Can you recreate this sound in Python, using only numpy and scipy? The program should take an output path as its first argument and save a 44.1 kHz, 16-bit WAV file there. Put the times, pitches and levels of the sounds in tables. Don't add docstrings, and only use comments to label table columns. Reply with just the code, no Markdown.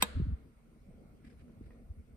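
import sys
import numpy as np
from scipy import signal
from scipy.fft import rfft, irfft, next_fast_len
from scipy.io import wavfile
from scipy.ndimage import uniform_filter1d, map_coordinates

SR = 44100
rng = np.random.default_rng(int(sys.argv[2]) if len(sys.argv) > 2 else 0)


def transcribe(signal):
    frames = np.atleast_2d(signal).T
    limited = np.clip(frames, -1, 1)
    pcm = np.round(limited * 32767).astype(np.int16)
    wavfile.write(sys.argv[1], SR, pcm)


def voltage_ratio(level):
    return 10 ** (np.asarray(level, float) / 20)


N = 95344

# time in seconds, level in dB.
RUMBLE_SWELLS = [(0.45, -63), (0.541, -66.5), (0.734, -66.5), (0.907, -61.5), (1.167, -64.5),
                 (1.496, -63.5), (1.688, -60), (2.037, -66), (2.16, -66)]
# frequency in Hz, level in dB per Hz.
RUMBLE_COLOUR = [(88, -36), (150, -3), (177, -6.5), (232, 1), (270, -8.5), (324, -10), (383, -16),
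                 (450, -11), (800, -25), (1040, -51.5), (1760, -120)]
# time in seconds, level in dB.
TRAFFIC_SWELLS = [(.45, -60), (0.521, -60.5), (.72, -63), (.9, -56.5), (1.05, -60.5), (1.2, -59.5),
                  (1.4, -57), (1.7, -59), (1.82, -56), (2.16, -61)]
# frequency in Hz, level in dB per Hz.
TRAFFIC_COLOUR = [(15, -35), (25, 1.5), (65, 0), (91, -6.5), (123, -4.5), (150, -8), (200, -37.5),
                  (330, -120)]
# frequency in Hz, level in dB per Hz.
AIR_COLOUR = [(410, -37.5), (700, -21), (991, -11.5), (1440, -10), (1560, -18), (2020, -14), (2150, -11.5),
              (2840, -21.5), (7500, -28.5), (9750, -58.5), (16500, -120)]
# frequency in Hz, level in dB per Hz.
HISS_COLOUR = [(3530, -43), (6000, -14.5), (7440, -16.5), (8280, 0), (8650, -2.5), (10300, -3),
               (11400, -8.5), (13100, -6), (13600, -9)]

# frequency in Hz, likeness from 0 to 1.
PORT_LIKENESS = [(60, .9), (500, .75), (1200, .25), (5000, .2), (10000, .5)]
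# frequency in Hz, lead of the left port in radians.
PORT_LEAD = [(0, 0), (1210, 1.8), (1890, -3.4), (2330, 1.1), (2580, 1.2), (4130, 3.6), (5000, 8.3),
             (5770, -1.4), (6290, -2.4), (10400, -7.7), (12200, -10.4), (15100, -14.0), (16200, -13.9),
             (16500, -12.8)]
# frequency in Hz, left over right in dB.
PORT_TILT = [(60, -5.5), (180, -1.5), (550, 1.5), (1650, 3.5), (4970, 0.5), (15000, 0.0)]
# frequency in Hz, gain in dB.
MIC_TOP = [(14800, 0), (15400, -14), (16600, -20), (17000, -60)]

# frequency in Hz, t60 in seconds.
ROOM_DECAY = [(150, 0.86), (1000, 1), (3500, 0.68), (6000, 0.55), (9000, 0.41), (15000, 0.062)]
# frequency in Hz, level in dB per Hz.
ROOM_COLOUR = [(250, -32), (500, -2.5), (800, -15.5), (1400, -6.5), (2500, -15), (4300, -13), (5600, -29),
               (8000, -19), (14600, -26)]

# start in seconds, length in seconds, level in dB.
BRUSHES = [(0, .024, -46), (1.234, 0.056, -67), (1.27, 0.084, -72.5), (1.36, 0.077, -73),
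           (1.447, 0.14, -84), (1.598, 0.11, -76.5), (1.704, .04, -77)]
# frequency in Hz, level in dB per Hz.
SKIN_COLOUR = [(700, -25.5), (1100, -10.5), (1750, 2), (2500, -6), (3200, -12), (5000, -14.5), (6600, -28),
               (8800, -17), (13000, -32.5), (14200, -102)]
# start in seconds, level in dB, pitch in Hz.
TICKS = [(.765, -58, 450), (1.243, -64, 1750), (1.48, -66, 1400), (1.495, -64, 1020), (1.7055, -59, 750),
         (1.706, -62, 1250), (1.7065, -57, 1900), (1.711, -54, 240), (1.717, -63, 1800)]

# crest in seconds, level in dB, ring
# in Hz, length in seconds.
JOLTS = [(0.159, -27.5, 66.4, 0.02), (0.174, -27, 93, 0.035), (0.197, -29, 78.9, .025),
         (0.205, -26, 156.3, 0.018), (0.226, -25, 100.7, 0.018), (0.242, -27.5, 57.87, .04),
         (0.271, -30, 133.9, 0.01), (0.288, -27.5, 84.8, .03), (0.3, -38.5, 75, .025),
         (.314, -32.5, 167, 0.011), (0.334, -27, 63.6, .045), (0.416, -53.5, 63.7, 0.097),
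         (1.578, -52.5, 99, 0.042), (1.62, -41, 80.2, .02), (1.637, -48, 58, .025),
         (1.659, -45.5, 61.55, .022), (1.674, -44.5, 70.2, .022), (1.694, -49.5, 60.3, .025),
         (1.911, -34, 69, 0.029), (1.994, -42.5, 74.8, 0.053),
         (.005, -47, 52.4, 0.053), (0.042, -63, 60, .07), (0.095, -47.5, 68, 0.3),
           (0.174, -37.5, 256, 0.024), (0.2, -31.5, 266, 0.0055), (0.216, -37, 300, 0.0071),
           (0.263, -45.5, 275, .03), (.316, -44, 237.7, 0.049), (1.6119, -40.5, 260, 0.0067),
           (1.616, -47.5, 169.8, 0.0079), (1.251, -51.5, 260, 0.019), (1.278, -50.5, 235, .022),
           (.892, -48.5, 189, .03), (1.365, -52, 73.6, 0.066), (1.429, -49, 75, 0.063),
           (2.145, -50.5, 59.46, 0.025)]

SNAP_S = [
    .0217,
    .0246,
    .0254,
    .0265,
    .0303,
    .0345,
    .041,
]
SNAP_DB = [-29, -10, -15, -13, -21, -26, -33]
# frequency in Hz, level in dB, t60 in seconds.
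CASE_MODES = [(877, -9, .018), (987, -8, .016), (1100, -6.5, .016), (1225, -3.5, 0.012),
              (1515.6, -9.5, 0.019), (1695, -8, 0.041), (2044, -7, 0.023), (2510, -13, .025),
              (2795, -12, .025), (3254, -4.5, .025), (3753, -3.5, 0.028), (3960, -4.5, .02),
              (4150, -9.5, .02), (4620, -17, 0.016)]
# frequency in Hz, level in dB, t60 in seconds.
SLIDER_MODES = [(6330, -17.5, .006), (7910, 1.5, 0.01), (8200, -2.5, 0.01), (9420, -8, 0.012),
                (10500, -10, .005), (14700, -11.5, .005), (15950, -4, .003)]
# frequency in Hz, level in dB, t60 in seconds.
BENCH_MODES = [(201.4, -21.5, .065), (260, -20.5, .03), (478, -38.5, .12), (610, -34, .03)]
# frequency in Hz, level in dB per Hz.
CRACK_COLOUR = [(250, -39), (650, -19), (1300, -14.5), (3300, -10), (5000, -21), (7900, -11), (11500, -22),
                (15500, -12.5)]

AIR_DB, HISS_DB = -77.5, -83.5
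STILL_S, STILL_DB = 1.72, 1.5
BODY_LEAD = 0.62
GRAIN_DB = 2.5
TICK_T60, TICK_UPPER, TICK_ROOM_DB = 0.022, 1.3, -8
CRACK_DB, CRACK_T60 = 14, 0.003
BENCH_S, BENCH_RISE_S = 0.0275, 0.0045
ROOM_DB = 1
NEAR_DB, NEAR_SHARE = -13, 0.086


def unit(x):
    return x / np.sqrt(np.mean(x ** 2) + 1e-20)


def along(points, hz):
    f, v = np.transpose(points)
    return np.interp(np.log(hz + 1), np.log(f + 1), v)


def over_time(points):
    return np.interp(np.arange(N) / SR, *np.transpose(points))


def wobble(rate):
    knots = rng.standard_normal(int(N * rate / SR) + 4)
    return map_coordinates(knots, [np.arange(N) * rate / SR])


def filtered(x, response):
    m = next_fast_len(N + SR // 2)
    return irfft(rfft(x, m) * response(np.fft.rfftfreq(m, 1 / SR)), m)[..., :N]


def coloured(x, colour):
    return filtered(x, lambda hz: voltage_ratio(along(colour, hz)))


def add(track, s, sound):
    part = track[round(s * SR):][:len(sound)]
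    part += sound[:len(part)]


def ring(t, hz, t60, rise_s):
    return np.sin(2 * np.pi * hz * t) * voltage_ratio(-60 * t / t60) * (1 - np.exp(-t / rise_s))


def ports(x, lead):
    return filtered(x, lambda hz: np.exp(np.multiply.outer([.5j, -.5j], lead(hz))))


def air_lead(hz):
    return np.interp(hz, *np.transpose(PORT_LEAD))


def body_lead(hz):
    return BODY_LEAD * (hz > 0)


def rush(colour, patchy_db):
    z = signal.stft(rng.standard_normal((2, N + 512)), nperseg=512)[2]
    field = uniform_filter1d(rng.standard_normal(z.shape[1:]), size=5, axis=0)
    field = uniform_filter1d(field, size=10, axis=1)
    a, b = signal.istft(z * voltage_ratio(patchy_db * unit(field)), nperseg=512)[1][:, :N]

    def share(hz):
        return np.clip(along(PORT_LIKENESS, hz), 0, 1)

    same = ports(filtered(a, lambda hz: np.sqrt(share(hz))), air_lead)
    own = filtered(np.array([b, b[::-1]]), lambda hz: np.sqrt(1 - share(hz)))
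    return unit(coloured(same + own, colour))


def room_tone():
    rumble_db = over_time(RUMBLE_SWELLS) + 3.5 + 1.7 * wobble(18)
    rumble = voltage_ratio(rumble_db) * rush(RUMBLE_COLOUR, patchy_db=3.0)
    traffic_db = over_time(TRAFFIC_SWELLS) + 2.5 * wobble(15)
    traffic = voltage_ratio(traffic_db) * rush(TRAFFIC_COLOUR, patchy_db=0.0)
    settled = np.clip((np.arange(N) / SR - STILL_S) * 10, 0, 1)
    air = voltage_ratio(AIR_DB + 0.4 * wobble(1) - STILL_DB * settled) * rush(AIR_COLOUR, patchy_db=2.5)
    hiss = voltage_ratio(HISS_DB) * rush(HISS_COLOUR, patchy_db=2.7)
    return rumble + traffic + air + hiss


def room_answer(x, share=1):
    hz, t, z = signal.stft(rng.standard_normal((2, SR)), SR, nperseg=128)
    t60 = share * along(ROOM_DECAY, hz)[:, None]
    tail = signal.istft(z * voltage_ratio(-60 * t / t60), SR, nperseg=128)[1]
    late = np.pad(x, (SR // 400, 0))[None]
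    return signal.fftconvolve(late, tail / np.linalg.norm(tail[0]), axes=1)[:, :N]


def hand():
    shape, ticks, t = np.zeros(N), np.zeros(N), np.arange(SR // 8) / SR
    for s, length, db in BRUSHES:
        add(shape, s, voltage_ratio(db) * np.sin(np.pi * np.clip(t / length, 0, 1) ** 1.2))
    for s, db, hz in TICKS:
        lower = ring(t, hz, TICK_T60, 0.00024)
        upper = ring(t, TICK_UPPER * hz, TICK_T60, 0.001)
        add(ticks, s, voltage_ratio(db) * (lower + 0.5 * upper))
    brushes = shape * voltage_ratio(GRAIN_DB * wobble(140)) * rush(SKIN_COLOUR, patchy_db=2.5)
    return brushes + ports(ticks, body_lead) + voltage_ratio(TICK_ROOM_DB) * room_answer(ticks)


def jolts():
    t, out = np.arange(N) / SR, np.zeros(N)
    for s, db, hz, length in JOLTS:
        swell = np.exp(-8 * ((t - s) / length) ** 2)
        out += voltage_ratio(db) * swell * np.cos(2 * np.pi * hz * (t - s))
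    return ports(out, body_lead)


def switch():
    modes, cracks, t = np.zeros(N), np.zeros(N), np.arange(SR // 4) / SR
    for s, db in zip(SNAP_S, SNAP_DB):
        for hz, level, t60 in CASE_MODES + SLIDER_MODES:
            add(modes, s, voltage_ratio(db - 10 + level + rng.normal(0, 2)) * ring(t, hz, t60, 0.00016))
        add(cracks, s, voltage_ratio(db + CRACK_DB - 60 * t / CRACK_T60) * rng.standard_normal(len(t)))
    for hz, db, t60 in BENCH_MODES:
        add(modes, BENCH_S, voltage_ratio(db) * ring(t, hz, t60, BENCH_RISE_S))
    modes = filtered(modes, lambda hz: hz ** 2 / (hz ** 2 + 120 ** 2))
    return modes + coloured(cracks, CRACK_COLOUR)


def switch_in_room():
    snap, landing = switch(), np.zeros(N)
    add(landing, SNAP_S[1], np.ones(1))
    sides = [.5, -.5]
    direct = filtered(ports(snap, air_lead), lambda hz: voltage_ratio(np.multiply.outer(sides, along(PORT_TILT, hz))))
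    room = voltage_ratio(ROOM_DB) * room_answer(coloured(landing, ROOM_COLOUR))
    return direct + room + voltage_ratio(NEAR_DB) * room_answer(snap, NEAR_SHARE)


def scene():
    return room_tone() + hand() + jolts() + switch_in_room()


def top_cut(x):
    return signal.sosfilt(signal.butter(12, 16960, fs=SR, output="sos"), x)


def record(dry):
    return top_cut(coloured(dry, MIC_TOP))


dry = scene()
out = record(dry)
transcribe(out)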